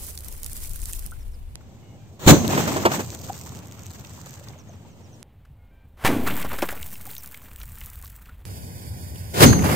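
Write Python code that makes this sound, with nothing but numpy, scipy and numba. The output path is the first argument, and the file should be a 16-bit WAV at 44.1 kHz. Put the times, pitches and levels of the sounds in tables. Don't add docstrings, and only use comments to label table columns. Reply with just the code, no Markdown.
import sys
import numpy as np
from scipy import signal
from scipy.fft import rfft, irfft, next_fast_len
from scipy.io import wavfile
from scipy.ndimage import uniform_filter1d
from numba import njit

SR = 44100
rng = np.random.default_rng(int(sys.argv[2]) if len(sys.argv) > 2 else 0)


def volts_from_decibels(level):
    exponent = np.asarray(level, float) / 20
    return 10 ** exponent


def transcribe(u):
    v = np.clip(np.atleast_2d(u).T, -1, 1)
    q = np.round(v * 32767).astype(np.int16)
    wavfile.write(sys.argv[1], SR, q)


N = 429975
T = np.arange(N) / SR

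# start t/s, left lag/samples, bass likeness/0-1, treble likeness/0-1, corner f/Hz, treble pan/dB
PAIRS = [
    (0, 16.5, .7, .1, 1190, -1.5),
    (1.556, 5, .8, 0, 1503, -1),
    (5.2268, 0, 1, 1, 1000, 0),
    (8.452, 18.5, .8, 0.2, 1788, -4.5),
]
MONO = 2
# f/Hz, density/dB per Hz
COLOUR_DB = [
    [(12, -29), (20, 5.5), (80, -6.5), (109, -17.5), (238, -34), (565, -41), (812, -41.5), (3270, -36.5),
     (9160, -27), (15500, -32)],
    [(12, -80), (20, -54), (42, -22.5), (93, 0), (416, -20), (790, -23), (1380, -27.5), (5250, -25.5),
     (6550, -20.5), (8190, -24), (10800, -40.5), (12100, -30.5), (15500, -32)],
    [(12, -40), (20, -11), (76, 4.5), (226, -16), (315, -21.5), (352, -29.5), (405, -24), (581, -26),
     (1170, -26.5), (1770, -23.5), (5390, -27), (8190, -20.5), (10800, -24.5), (15500, -21.5)],
    [(12, -63), (20, -35.5), (85, 4), (298, -23.5), (1200, -31), (2150, -33), (4080, -40), (4830, -33),
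     (5550, -37.5), (15500, -35.5)],
]
LIFT_DB = [4, 3, 10, -2]
SHOT_S = [-1.12, 2.272, 6.042, 9.424]

# on t/s, off t/s, f/Hz, level/dB
HORN = [
    (1.82, 1.963, 724, -67.5),
    (1.97, 2.104, 797, -71),
    (5.582, 5.723, 718, -72),
    (5.706, 5.866, 785, -71.5),
]
HORN_DB = [
    [-10, -12, 0, 0],
    [-10, -2, 0, -6],
    [-10, -3, 0, -14],
    [-10, 2, 0, -9],
]
# on t/s, off t/s, f/Hz, level/dB
PUMP = [
    (1.56, 2.2, 800, -72),
    (5.237, 6.0, 806, -75),
    (5.228, 6.0, 530.6, -79),
    (8.467, 9.35, 802, -66),
]
# t/s, f/Hz, level/dB
BIRD = [(1.19, 6350, -56), (1.31, 6100, -58), (4.57, 7000, -52.5), (4.67, 7110, -54), (4.72, 6460, -60),
        (4.89, 7040, -61), (5.02, 6560, -57), (5.109, 6830, -55), (6.91, 6560, -49), (7.16, 6850, -45),
        (7.4, 7250, -60), (7.58, 7000, -54)]
# t/s, level/dB
GUSTS = [(0, -44.5), (.35, -42), (.9, -31.5), (1.4, -35.5), (1.55, -47.5), (1.57, -42.5), (1.85, -59.5),
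         (2.5, -74.5), (3.9, -75.5), (5.2, -76), (5.24, -54.5), (6.5, -47), (7.2, -69), (7.6, -37.5),
         (8.44, -51.5), (8.5, -65), (9.3, -68), (9.75, -68)]
WIND_PAN_DB = [7, 0, 0, 0]
# machines/dB, low/dB, middle/dB, high/dB
QUIET = [
    (-43, -55.5, -63, -66.5),
    (-46.5, -51, -59, -61.5),
    (-51, -61.5, -67.5, -74),
    (-36.5, -44, -53.5, -45.5),
]
GUST_HUM_DB = -11

# thuds/dB, splash/dB, spray/dB, shot echo/dB
DOWNPOUR = [
    (-30, -32, -35, -35),
    (-20.5, -28, -28, -30.5),
    (-33, -31.5, -34, -41),
    (-17, -29, -29.5, -23.5),
]
POUR_S, POUR_END_S, POUR_ATTACK_S, POUR_RELEASE_S = .19, .79, 0.052, .05
POUR_SAG_DB_S, ECHO_FALL_DB_S, ECHO_BRIGHT_DB = [20.5, 21, 34, 20], 10, -4
SPATTER_S, SPATTER_DB = 0.064, -9.5
# splash/dB, spray/dB
DRIZZLE = [
    (-53, -36),
    (-53.5, -45.5),
    (-56.5, -45),
    (-53, -45.5),
]
# t after shot/s, level/dB
DRIFT = [
    (.2, 3.5),
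    (1.181, -1.5),
    (1.319, -8),
    (1.5, -9),
    (1.62, -6),
    (2.08, -4.5),
    (2.3, -19),
    (3, -32),
]
SPARSE_DB, DRIFT_SHARE = -10, .45

# t/s, peak level/dB, f/Hz, pan/dB
TICKS_FIRST = [(0.0303, -24.5, 10500, 0.5), (0.0672, -22.5, 10500, -6), (0.095, -29, 11100, -3.0),
               (0.109, -26.5, 12900, -5), (0.176, -21, 5010, -5.0), (0.189, -24.5, 9650, 3.0),
               (0.207, -27, 9050, -4), (0.2843, -21, 8960, 7.0), (0.3256, -23, 13700, 4),
               (0.3656, -30, 13100, 1), (0.4, -30.5, 8750, -2.5), (0.4324, -15.5, 11600, -7),
               (0.4451, -15.5, 6750, -4.5), (0.4629, -16, 9300, -6.5), (0.4976, -26.5, 10700, 0),
               (0.532, -19, 11400, 5.0), (0.6045, -28.5, 10200, -5.0), (0.6399, -28, 10100, -3.5),
               (0.6729, -37, 3500, -2.5), (0.6742, -23.5, 10000, -6), (0.6948, -22.5, 13400, -5),
               (0.7346, -29, 12200, -2.5), (0.7602, -20, 13800, -4.0), (0.818, -21, 10200, -3.5),
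               (0.8405, -27.5, 8150, -3.5), (0.857, -16.5, 10800, -6.5), (0.8979, -21.5, 14000, -3.5),
               (0.9273, -20.5, 8860, -4), (0.9328, -30, 9200, 4), (0.9332, -12.5, 7260, -4),
               (0.9931, -23.5, 10600, -3), (1.043, -29, 14300, -3), (1.0633, -20, 12900, -6.5),
               (1.1115, -31, 10500, -3), (1.1164, -32, 8400, -5.5)]
# t/s, peak level/dB, pan/dB
TICKS_NEXT = [(2.479, -12, 11), (2.4996, -25.5, -3.5), (2.525, -18, -1.5), (2.6562, -22, -1),
              (2.678, -16.5, 1), (2.7316, -23.5, -2), (2.769, -18.5, 0.5), (2.8508, -18, -2.5),
              (2.9261, -21.5, -0.5), (3.0011, -25.5, -2), (3.019, -24, -1), (3.1035, -21, 3.5),
              (3.1488, -22.5, -1.5), (3.173, -33, -4.5), (3.214, -26, 1), (3.26, -36.5, 0.5),
              (3.288, -30, -0.5), (3.3317, -22.5, -6.5), (3.3671, -29.5, -3.0), (3.397, -30.5, 2),
              (3.413, -27, -6.0), (3.437, -31, 3), (3.4689, -31.5, -2.5), (3.493, -30.5, -5.0),
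              (3.52, -35, -2.5), (3.5717, -31, -1), (3.628, -40, 0), (3.724, -39, 5.5), (3.7228, -29, 2.5),
              (3.794, -30.5, -5.0), (3.8215, -34.5, -4.5), (3.8346, -29.5, 0.5), (3.866, -24, -2),
              (3.8985, -35.5, -1.5), (4.0474, -32, -3.0), (4.071, -32.5, -4.5), (4.096, -32.5, -5),
              (4.2177, -37.5, -2), (4.2606, -29, -5.0), (4.3397, -31.5, -2), (4.3985, -38.5, -3.5),
              (4.441, -38.5, -3.5), (4.4731, -38.5, -1), (4.486, -33.5, -1.5)]
# t/s, peak level/dB
TICKS_MONO = [(6.3512, -23), (6.3672, -16), (6.5313, -19), (6.5812, -27.5), (6.6206, -18), (6.6874, -27),
              (6.7089, -25), (6.7269, -25), (6.8281, -22), (6.8631, -26.5), (6.9164, -26.5), (6.9284, -25),
              (6.9828, -30), (7.0122, -28.5), (7.0546, -23.5), (7.0671, -22), (7.1135, -22),
              (7.1334, -29.5), (7.1519, -21), (7.1818, -17.5), (7.2242, -26.5), (7.2337, -26),
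              (7.2606, -26.5), (7.3135, -26.5), (7.3435, -28), (7.3749, -38.5), (7.3749, -26),
              (7.533, -34.5), (7.561, -26), (7.5879, -33), (7.6024, -26.5), (7.6328, -22), (7.7555, -29.5),
              (7.7855, -28.5), (7.8074, -23), (7.8368, -25), (7.8603, -21.5), (7.9027, -28), (7.9566, -28),
              (7.991, -33), (8.0254, -24), (8.0474, -27.5), (8.0678, -28), (8.1631, -28)]
PLAIN_HZ = [7000, 12500]
TICK_DB, TICK_FOCUS = -0.5, 0.81
SMALL_PER_S, SMALL_DB, SMALL_SPREAD_DB, SMALL_PAN_DB = 80, -33, 4, -4

# t/s, peak level/dB, f/Hz
GLUGS = [(1.12, -37, 1360), (3.298, -23, 736), (4.261, -45, 533), (4.409, -42, 560), (4.556, -43, 580),
         (4.692, -39.5, 620), (4.85, -45.5, 850), (7.071, -40, 749), (8.036, -42, 1105),
         (8.288, -42.5, 1330)]
# t/s, peak level/dB, f/Hz, pan/dB
HITS = [(.1755, -26, 4930, -5), (.432, -34.5, 3440, -.5), (.4633, -28, 3740, -6), (.6459, -35, 2230, -4),
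        (.857, -30, 4780, -3.5), (.934, -30, 2930, -3), (1.606, -45, 1170, 4), (2.4428, -23, 905, -.5),
        (2.5257, -19, 1102, -1.5), (2.548, -19, 1883, -2), (2.572, -16, 800, -.5), (3.2854, -32, 1140, 0),
        (4.0467, -33, 2620, -3), (4.2604, -36.5, 1100, 1), (4.4852, -31, 4640, -1.5), (6.266, -20, 1300, 0),
        (6.2726, -17, 1600, 0), (6.425, -25, 2180, 0), (6.514, -27, 1300, 0), (6.584, -24, 1400, 0),
        (6.687, -22, 2050, 0), (6.722, -33, 900, 0), (6.621, -19, 2500, 0), (9.157, -34, 2300, 0),
        (9.158, -34, 8000, 0), (5.45, -50, 1500, 0), (9.64, -20, 1200, 4), (9.688, -21, 900, 7),
        (9.723, -21, 1100, 3.5), (9.5272, -14.5, 1358, -10), (9.5896, -24, 1689, 6), (9.624, -25, 2180, 5)]
# t/s, peak level/dB, f/Hz
DRIPS = [(6.8277, -27.5, 2830), (6.8584, -40.5, 2106), (6.9545, -34, 2510), (7.0023, -40, 1225),
         (7.0548, -37, 1166), (7.1046, -35, 3750), (7.1323, -38, 2950), (7.165, -31.5, 3660),
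         (7.1819, -45.5, 1000), (7.3431, -30.5, 2290), (7.4156, -43, 2310), (7.481, -42.5, 1124),
         (7.5135, -40.5, 2380), (7.6012, -41.5, 1250), (7.6142, -32, 2664), (7.6329, -37, 1700),
         (7.7746, -40, 1487), (7.812, -30.5, 2285), (7.837, -43.5, 2710), (8.035, -43.5, 1134),
         (8.256, -43, 2430), (8.2898, -44.5, 1420)]
# t after shot/s, peak level/dB, f/Hz
SLOPS = [
    (.403, -18.5, 800),
    (0.488, -19.5, 750),
    (.581, -8, 800),
    (.645, -14, 1200),
    (0.722, -24.5, 950),
]
SLOP_DB = {1: -2, 2: -10}
SLOP_PITCH = {1: 1, 2: 1.25}
SLOP_LATE_S = {1: -.002, 2: 0}
SLOP_RISE_S = 0.0061
THUD_DB, THUD_DB_PER_OCTAVE, HEAVY_HZ, LIGHT_DB = 6.5, -20, 1000, -30

# t/s, peak level/dB, f/Hz
THUMPS = [(2.376, -12, 202), (2.408, -17, 210), (2.443, -14, 250), (2.475, -18, 213), (2.543, -21, 213),
          (2.579, -13, 300), (2.672, -22, 234), (2.762, -18, 420), (2.854, -18, 327), (2.983, -21, 199),
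          (3.07, -25.5, 130), (6.118, -15, 310), (6.165, -15, 285), (6.197, -17, 250), (9.15, -28, 120),
          (9.476, -3.5, 149), (9.503, -4.5, 191), (9.566, -8, 178), (9.602, -10, 169), (9.691, -23, 400),
          (9.725, -13, 300)]
THUMP_CYCLES = 1.4
# t/s, first f/Hz, last f/Hz, sink t/s, level/dB, fall/dB per s
HOLLOW = [
    (2.3, 340, 199.4, 0.08, -14, 100),
    (6.075, 327, 240, 0.08, -25, 60),
    (9.44, 329, 171.4, 0.055, -16, 91),
]
HOLLOW_SHARE = 0.28
# t/s, f/Hz, width f/Hz, level/dB, fall/dB per s
BARREL = [
    (2.31, 6300, 400, -24, 130),
    (9.46, 6400, 450, -19, 110),
    (9.46, 4300, 300, -27, 150),
]

# f/Hz, level/dB
CRACK_DB = [
    [(290, -29), (500, -6.5), (2650, -19), (4320, -15.5), (4850, -28), (6950, -13.5), (10400, -34),
     (15500, -19)],
    [(290, -37.5), (500, -14.5), (781, -1), (2230, -5), (5140, -19), (15500, -18)],
    [(290, -27.5), (500, -4.5), (1430, -9), (1580, -12.5), (9260, -19.5), (15500, -22)],
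]
# t/s, level/dB, hold t/s, tail/dB per s
BURSTS = [
    (2.274, -6, 0.037, 212),
    (6.049, -18.5, .028, 115),
    (9.424, -4.5, 0.017, 205.5),
]
# length t/s, level under burst/dB, rise/dB per s, muzzle report lead t/s
LEADS = [
    (.08, 24, 170, 0.0097),
    (.078, 22, 248, 0.0088),
    (.085, 15, 130, 0.018),
]
# t/s, first f/Hz, last f/Hz, sink t/s, bandwidth share, ground thump/dB
BOOMS = [
    (2.27, 340, 200, 0.081, 0.5, 3),
    (6.05, 540, 209, 0.033, 1, -8),
    (9.42, 330, 170, 0.046, 0.55, 2),
]
# level/dB, held back in crack/dB, fall/dB per s, end t/s
BOOM_LEVELS = [
    (-10.5, 0, 230, 0.15),
    (-24, 5, 49.5, 0.25),
    (-11.5, -0.5, 90.5, 0.18),
]
ATTACK_S, DROP_S, DROP_DB = 0.0034, 0.011, 10
REPORT_DB, LEAD_BOOM_DB = 8, -6
THUMP_LOOSE = .35
# t/s, level/dB, f/Hz, decay t/s, rise t/s
SWINGS = [
    (2.262, -3, 61.7, 0.012, 0.0049),
]
FRONT_S = 6.0493
# level/dB, build-up t/s, undershoot/dB, its decay t/s
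FRONT = (-9, .0022, -9, .0004)
# push/dB, lasts t/s, suck/dB, recovery t/s
SURGE = (-11, .11, -16.5, .4)

# t/s, level/dB, right re left/ratio
SPLICES = [
    (1.556, -21.5, -3),
    (5.229, -25, 2.5),
    (8.4535, -27, 2.5),
]
# from t/s, to t/s, low f/Hz, high f/Hz, 1 = side signal too
DEAF = [(1.58, 2.25, 8800, 11500, 1), (2.335, 5.22, 8800, 9700, 1), (2.335, 5.22, 9700, 10600, 1),
        (2.32, 5.22, 10600, 11500, 1), (8.49, 9.38, 1100, 1400, 0), (8.49, 9.35, 3900, 4250, 0),
        (8.47, 9.32, 5750, 6300, 0), (9.5, 9.58, 6900, 7600, 1), (8.6, 9.15, 2600, 2850, 0),
        (8.85, 9.11, 2950, 3150, 0), (9.51, 9.59, 5600, 6000, 1), (9.54, 9.59, 4950, 5250, 1)]
# from t/s, to t/s, count, top f/Hz
DROPOUTS = [
    (0, 1.5, 60, 7000),
    (3.0, 5.2, 70, 6000),
    (8.5, 9.3, 30, 8000),
    (9.47, 9.66, 14, 9000),
]
HISS_DB, TOP_HZ = -84, 15650


def level(x):
    return x / np.sqrt(np.mean(x ** 2) + 1e-30)


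def shape(x, gain):
    size = next_fast_len(x.shape[-1])
    f = np.arange(size // 2 + 1) * SR / size + 1
    return irfft(rfft(x, size) * gain(f), size)[..., :x.shape[-1]]


def tint(points):
    hz, db = np.transpose(points)
    return lambda f: volts_from_decibels(np.interp(np.log(f), np.log(hz), db))


def band(lo_hz, hi_hz, order=4):
    return lambda f: 1 / np.sqrt((1 + (lo_hz / f) ** (2 * order)) * (1 + (f / hi_hz) ** (2 * order)))


def gate(on, off, edge):
    return np.clip(np.minimum(T - on, off - T) / edge, 0, 1)


def power_sum(*db):
    return np.sqrt(sum(volts_from_decibels(d) ** 2 for d in db))


def walk(n, rate):
    k = int(SR / rate)
    return uniform_filter1d(np.repeat(rng.standard_normal(n // k + 1), k), k)[:n]


@njit
def add(out, start, hz, cycles, size, glide):
    for k in range(len(start)):
        n = int(5 * cycles[k] * SR / hz[k])
        w, z = 2 * np.pi * hz[k] / SR, size[k] + 0j
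        for i in range(start[k], min(start[k] + n, len(out))):
            z *= np.exp(1j * w - hz[k] / SR / cycles[k])
            w = min(w * (1 + glide / n), 3.)
            out[i] += z.imag


@njit
def svf(x, hz, share):
    y, b, l = np.empty(len(x)), 0., 0.
    for i in range(len(x)):
        g = np.tan(np.pi * hz[i] / SR)
        v = (b + g * (x[i] - l)) / (1 + g * (g + share))
        b, l, y[i] = 2 * v - b, l + 2 * g * v, share * v
    return y


def microphone(k):
    colour = tint(COLOUR_DB[k])
    return lambda f: colour(f) * volts_from_decibels(LIFT_DB[k] / (1 + ((f - 15000) / 2500) ** 2))


def pair(source, k, loose=0.):
    _, lag, bass, treble, corner_hz, _ = PAIRS[k]
    shared = source()
    if k == MONO:
        return np.array([shared, shared])
    like = lambda f: np.clip(treble + (bass - treble) / (1 + (f / corner_hz) ** 2) - loose, 0, 1)
    late = lambda f: np.exp(-2j * np.pi * f * lag / SR)
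    left = shape(shared, lambda f: late(f) * np.sqrt(like(f)))
    right = shape(shared, lambda f: np.sqrt(like(f)))
    own = shape(np.array([source(), source()]), lambda f: np.sqrt(1 - like(f)))
    return np.array([left, right]) + own


def far():
    out = np.zeros(N)
    for (on, off, hz, db), partials in zip(HORN, HORN_DB):
        note = sum(volts_from_decibels(db + p) * np.sin(2 * np.pi * (k + 1) * hz * T) for k, p in enumerate(partials))
        out += gate(on, off, 0.0097) * note
    for on, off, hz, db in PUMP:
        out += gate(on, off, .005) * volts_from_decibels(db + 4.4 * walk(N, 20)) * np.sin(2 * np.pi * hz * T)
    for s, hz, db in BIRD:
        t = np.clip(T - s, 0, .055)
        swell = np.sin(np.pi * t / .055)
        out += volts_from_decibels(db) * walk(N, 700) * swell * np.sin(2 * np.pi * hz * (t - 2.4 * t ** 2))
    return out


def drift(t):
    return np.where(t > POUR_S, np.interp(t, *np.transpose(DRIFT)), -np.inf)


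def drops(n, rate, lo_hz, hi_hz, cycles, spread_db):
    u = rng.random((int(4000 * n / SR), 3))[:int(rate * n / SR)].T
    out = np.zeros(n)
    hz = lo_hz * (hi_hz / lo_hz) ** u[1]
    size = volts_from_decibels(-spread_db * np.log(1.002 - u[2]))
    add(out, (u[0] * n).astype(np.int64), hz, cycles + 0 * u[0], size, .3)
    return level(out)


def surroundings(k, a, b):
    n, colour, t = b - a, microphone(k), T[a:b] - SHOT_S[k]
    (machine_db, low, middle, high), (thud, big, fine, echo) = QUIET[k], DOWNPOUR[k]

    edge = np.clip(np.minimum((t - POUR_S) / POUR_ATTACK_S, (POUR_END_S - t) / POUR_RELEASE_S), .001, 1)
    edge = np.maximum(edge, volts_from_decibels(SPATTER_DB) * (t > SPATTER_S) * (t < 2 * POUR_S))
    pour_db = 20 * np.log10(edge) - POUR_SAG_DB_S[k] * (t - POUR_S) * (t > 0)
    echo_db = np.where(t > .05, echo - ECHO_FALL_DB_S * t, -120)
    wind_db = np.interp(T[a:b], *np.transpose(GUSTS))
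    spray_gain = power_sum(high, fine + pour_db, DRIZZLE[k][1] + drift(t))
    splash_gain = power_sum(middle, big + pour_db, DRIZZLE[k][0] + DRIFT_SHARE * drift(t))

    wet = np.clip((t - POUR_S) / 0.029, 0, 1) * np.clip((-21 - 20 * np.log10(spray_gain)) / 16, .3, 1)
    wet *= np.clip(2 * volts_from_decibels(drift(t)) / volts_from_decibels(SPARSE_DB), 0, 1)
    patter = volts_from_decibels(2.8 * wet * walk(n, 75))

    noise = lambda rate, db: rng.standard_normal(n) * volts_from_decibels(db * walk(n, rate))
    big_drops = lambda: noise(30, 1.5) + .75 * wet * drops(n, 500, 800, 4000, 1.5, 2.5)
    fine_drops = lambda: noise(60, 2.0) + .9 * wet * drops(n, 300, 9000, 20000, .4, 2.8)
    layer = lambda source, lo, hi: level(shape(pair(source, k), lambda f: colour(f) * band(lo, hi)(f)))
    wind = layer(lambda: noise(2.7, 2.9), 8, 50)
    machines = layer(lambda: noise(30, 3.5), 60, 170)
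    thuds = layer(lambda: patter ** .5 * noise(30, 1.8), 180, 900)
    splash = layer(lambda: patter * big_drops(), 900, 3500)
    spray = layer(lambda: patter * fine_drops(), 3200, 20000)

    side = np.array([[.5], [-.5]]) * (k != MONO)
    bass = wind * volts_from_decibels(wind_db + side * WIND_PAN_DB[k])
    bass += machines * power_sum(machine_db, echo_db, wind_db + GUST_HUM_DB)
    bass += thuds * power_sum(low, thud + pour_db, echo_db + ECHO_BRIGHT_DB)
    return bass + (splash * splash_gain + spray * spray_gain) * volts_from_decibels(side * PAIRS[k][5])


def scene_changes():
    out = np.zeros((2, N))
    for s, db, sign in SPLICES:
        tick = np.sinc((T - s) * 2 * 12000) * np.exp(-abs(T - s) / 0.00048)
        out -= volts_from_decibels(db) * np.array([[1], [sign]]) * np.sign(sign) * tick
    return out


def glugs():
    out = np.zeros(N)
    s, db, hz = np.transpose(GLUGS)
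    for late, ratio in ((0, 1), (.004, 1.07)):
        start = ((s + late) * SR).astype(np.int64)
        add(out, start, hz * ratio, 0.055 * hz / np.log(1000), volts_from_decibels(db - 1.5), .08)
    return out


def small_drops():
    u, starts = rng.random((800, 4))[:int(SMALL_PER_S * N / SR)], [p[0] for p in PAIRS]
    s = u[:, 0] * N / SR
    k = np.searchsorted(starts, s) - 1
    thin_db = drift(s - np.take(SHOT_S, k))
    keep = (u[:, 1] < volts_from_decibels(2 * thin_db)) & (thin_db > SPARSE_DB)
    db = SMALL_DB + SMALL_SPREAD_DB * (2 * u[:, 2] - 1)
    hz = 5000 + 9000 * (7 * u[:, 2] % 1)
    pan_db = (SMALL_PAN_DB + 10 * (u[:, 3] - .5)) * ~(k == MONO)
    return list(np.transpose([s, db, hz, pan_db])[keep])


def ticks():
    out, starts, t = np.zeros((2, N + 512)), [p[0] for p in PAIRS], T[:512]
    plain = [(s, db, PLAIN_HZ[not pan_db], sum(pan_db)) for s, db, *pan_db in TICKS_NEXT + TICKS_MONO]
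    for s, db, hz, pan_db in TICKS_FIRST + plain + small_drops():
        colour = microphone(np.searchsorted(starts, s) - 1)
        focus = lambda f: 1 / (1 + (TICK_FOCUS * np.log(f / hz)) ** 2)
        snap = rng.standard_normal(512) * np.exp(-abs(t - .001) / np.where(t < .001, .0001, .0005))
        snap = shape(snap, lambda f: colour(f) * band(2500, 15600, order=2)(f) * focus(f))
        i = max(int((s - .001) * SR), 0)
        gain = volts_from_decibels(db + TICK_DB + np.array([[.5], [-.5]]) * pan_db)
        out[:, i:i + 512] += gain * snap / abs(snap).max()
    return out[:, :N]


def landings():
    slops = [(SHOT_S[k] + s + SLOP_LATE_S[k], db + SLOP_DB[k], hz * SLOP_PITCH[k])
             for k in SLOP_DB for s, db, hz in SLOPS]
    return HITS + DRIPS + slops


def hits():
    out, t = np.zeros((2, N + 4096)), T[:4096]
    for s, db, hz, *pan_db in landings():
        thud_db = THUD_DB + THUD_DB_PER_OCTAVE * max(np.log2(hz / HEAVY_HZ), 0) + min(db - LIGHT_DB, 0)
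        u, pan_db = rng.standard_normal((2, 4096)), sum(pan_db)
        t60_s = .008 + 22 / hz
        rise_s = SLOP_RISE_S * (HEAVY_HZ / hz) ** 2
        fall = np.exp(-np.log(1000) * t / t60_s) * (1 - np.exp(-t / rise_s)) ** 2
        focus = lambda f: 0.081 + 1 / (1 + (3.1 * np.log(f / hz)) ** 2)
        tick = shape(u[0] * fall, lambda f: band(900, 15500)(f) * focus(f))
        thud = shape(u[1] * fall ** .5, band(200, 900, order=2))
        sound = volts_from_decibels(db) * tick / abs(tick).max() + volts_from_decibels(db + thud_db) * thud / abs(thud).max()
        mono = PAIRS[MONO][0] < s < PAIRS[MONO + 1][0]
        lag = 0 if mono else max(int(12.5 - 2 * pan_db), 0)
        i = int(s * SR)
        out[0, i + lag:i + 4096] += sound[:4096 - lag] * volts_from_decibels(pan_db / 2 * (not mono))
        out[1, i:i + 4096] += sound * volts_from_decibels(-pan_db / 2 * (not mono))
    return out[:, :N]


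def rings():
    out = np.zeros((2, N))
    for k, (s, first, last, sink, db, fall) in enumerate(HOLLOW):
        a = int(s * SR)
        t = T[:min(SR // 2, N - a)]
        hz = last + (first - last) * np.exp(-t / sink)
        once = lambda x: svf(x, hz, 1. * HOLLOW_SHARE)
        tone = lambda: once(once(rng.standard_normal(len(t))))
        out[:, a:a + len(t)] += level(pair(tone, k + 1)) * volts_from_decibels(db - fall * t) * np.clip(t / .015, 0, 1)
    for s, hz, width, db, fall in BARREL:
        a, t = int(s * SR), T[:SR // 4]
        steel = shape(rng.standard_normal((2, len(t))), band(hz - width / 2, hz + width / 2, order=30))
        out[:, a:a + len(t)] += level(steel) * volts_from_decibels(db - fall * t)
    s, db, hz = np.transpose(THUMPS)
    start, cycles = (s * SR).astype(np.int64), THUMP_CYCLES + 0 * hz
    wide = (s < PAIRS[MONO][0]) | (s > PAIRS[MONO + 1][0])
    lag = np.where(s > 9, 17, 6) * wide
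    add(out[1], start, hz, cycles, volts_from_decibels(db), -.3)
    add(out[0], start + lag, (1 + .18 * wide) * hz, cycles, volts_from_decibels(db), -.3)
    return shape(out, band(80, 15000, order=2))


def surge():
    t, (push_db, lasts, suck_db, recovers) = np.maximum(T - FRONT_S, 0), SURGE
    push = volts_from_decibels(push_db) * np.exp(-(t / lasts) ** 2)
    suck = volts_from_decibels(suck_db) * np.exp(-t / recovers)
    return (push - suck) * (1 - np.exp(-t / 0.011))


def pressure():
    out = np.zeros(N)
    for t0, db, hz, decay, rise in SWINGS:
        t = np.maximum(T - t0, 0)
        out += volts_from_decibels(db) * np.sin(2 * np.pi * hz * t) * np.exp(-t / decay) * (1 - np.exp(-t / rise))
    (db, build, under_db, back), away = FRONT, abs(T - FRONT_S)
    return out + np.where(T < FRONT_S, volts_from_decibels(db) * np.exp(-away / build), -volts_from_decibels(under_db) * np.exp(-away / back))


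def blasts():
    out = np.zeros((2, N))
    for k, (crack, (t0, first, last, sink, share, thump_db)) in enumerate(zip(CRACK_DB, BOOMS)):
        (on, db, hold, tail), (lead, under, rise, ahead) = BURSTS[k], LEADS[k]
        low, late, fall, lasts = BOOM_LEVELS[k]
        s = on + np.array([-lead, -ahead - ATTACK_S, -ahead, -ATTACK_S, ATTACK_S, hold, hold + DROP_S, lasts])
        start = db - under - np.array([rise * lead, 0, -REPORT_DB, -REPORT_DB])
        crack_db = [*start, db, db, db - DROP_DB, db - DROP_DB - tail * (lasts - hold)]
        boom_db = [*(start + LEAD_BOOM_DB), low - late, low - late, low, low - fall * (lasts - hold)]
        a, b = int((s[0] - .004) * SR), int((s[-1] + 0.097) * SR)
        n, t = b - a, T[a:b]
        hz = last + (first - last) * np.exp(-np.maximum(t - t0, 0) / sink)
        noise = lambda: rng.standard_normal(n)
        gas = pair(lambda: svf(noise(), hz, 1. 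* share), k + 1)
        ground = pair(noise, k + 1, loose=THUMP_LOOSE)
        torn = pair(lambda: noise() * volts_from_decibels(1.0 * walk(n, 300)), k + 1)
        boom = level(shape(gas, band(70, 1100, order=3)))
        boom += volts_from_decibels(thump_db) * level(shape(ground, band(93, 160, order=3)))
        hiss = level(shape(torn, tint(crack)))
        fade = np.clip((T[b] - t) / 0.069, 0, 1) * np.clip((t - T[a]) / 0.0069, 0, 1)
        both = boom * volts_from_decibels(np.interp(t, s, boom_db)) + hiss * volts_from_decibels(np.interp(t, s, crack_db))
        out[:, a:b] = fade * both
    return out + pressure()


def scene():
    cuts = [int(p[0] * SR) for p in PAIRS] + [N]
    out = np.hstack([surroundings(k, cuts[k], cuts[k + 1]) for k in range(len(PAIRS))])
    out += far() + scene_changes() + glugs()
    return out + ticks() + hits() + rings() + surge() + blasts()


def dropouts():
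    rows = []
    for on, off, count, top_hz in DROPOUTS:
        for u in rng.random((count, 3)):
            s, hz = on + u[0] * (off - on), 1500 * (top_hz / 1500) ** u[1]
            end = min(s + .03 + .05 * u[2] ** 2, N / SR)
            rows.append((s, end, hz, hz + 110 + .025 * hz, 1))
    return rows


def top_cut(x):
    return signal.sosfilt(signal.butter(12, 15690, fs=SR, output="sos"), x)


def record(dry):
    dry = shape(dry, band(1.0, TOP_HZ, order=60))
    hiss = volts_from_decibels(HISS_DB) * level(np.diff(rng.standard_normal(N + 1)))
    mid, side = (dry[0] + dry[1]) / 2 + hiss, (dry[0] - dry[1]) / 2
    for on, off, lo_hz, hi_hz, both in DEAF + dropouts():
        a, b = int(on * SR), int(off * SR)
        slip = np.clip(6 * (1.15 - walk(b - a, 24) * (2 < on < 3)), .3, 1)
        lost = gate(on, off, .01)[a:b] * slip
        for part in (mid, side)[:1 + int(both)]:
            part[a:b] -= lost * shape(part[a:b], lambda f: 1. 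* (f > lo_hz) * (f < hi_hz))
    return top_cut(np.clip([mid + side, mid - side], -1, 1))


dry = scene()
out = record(dry)
transcribe(out)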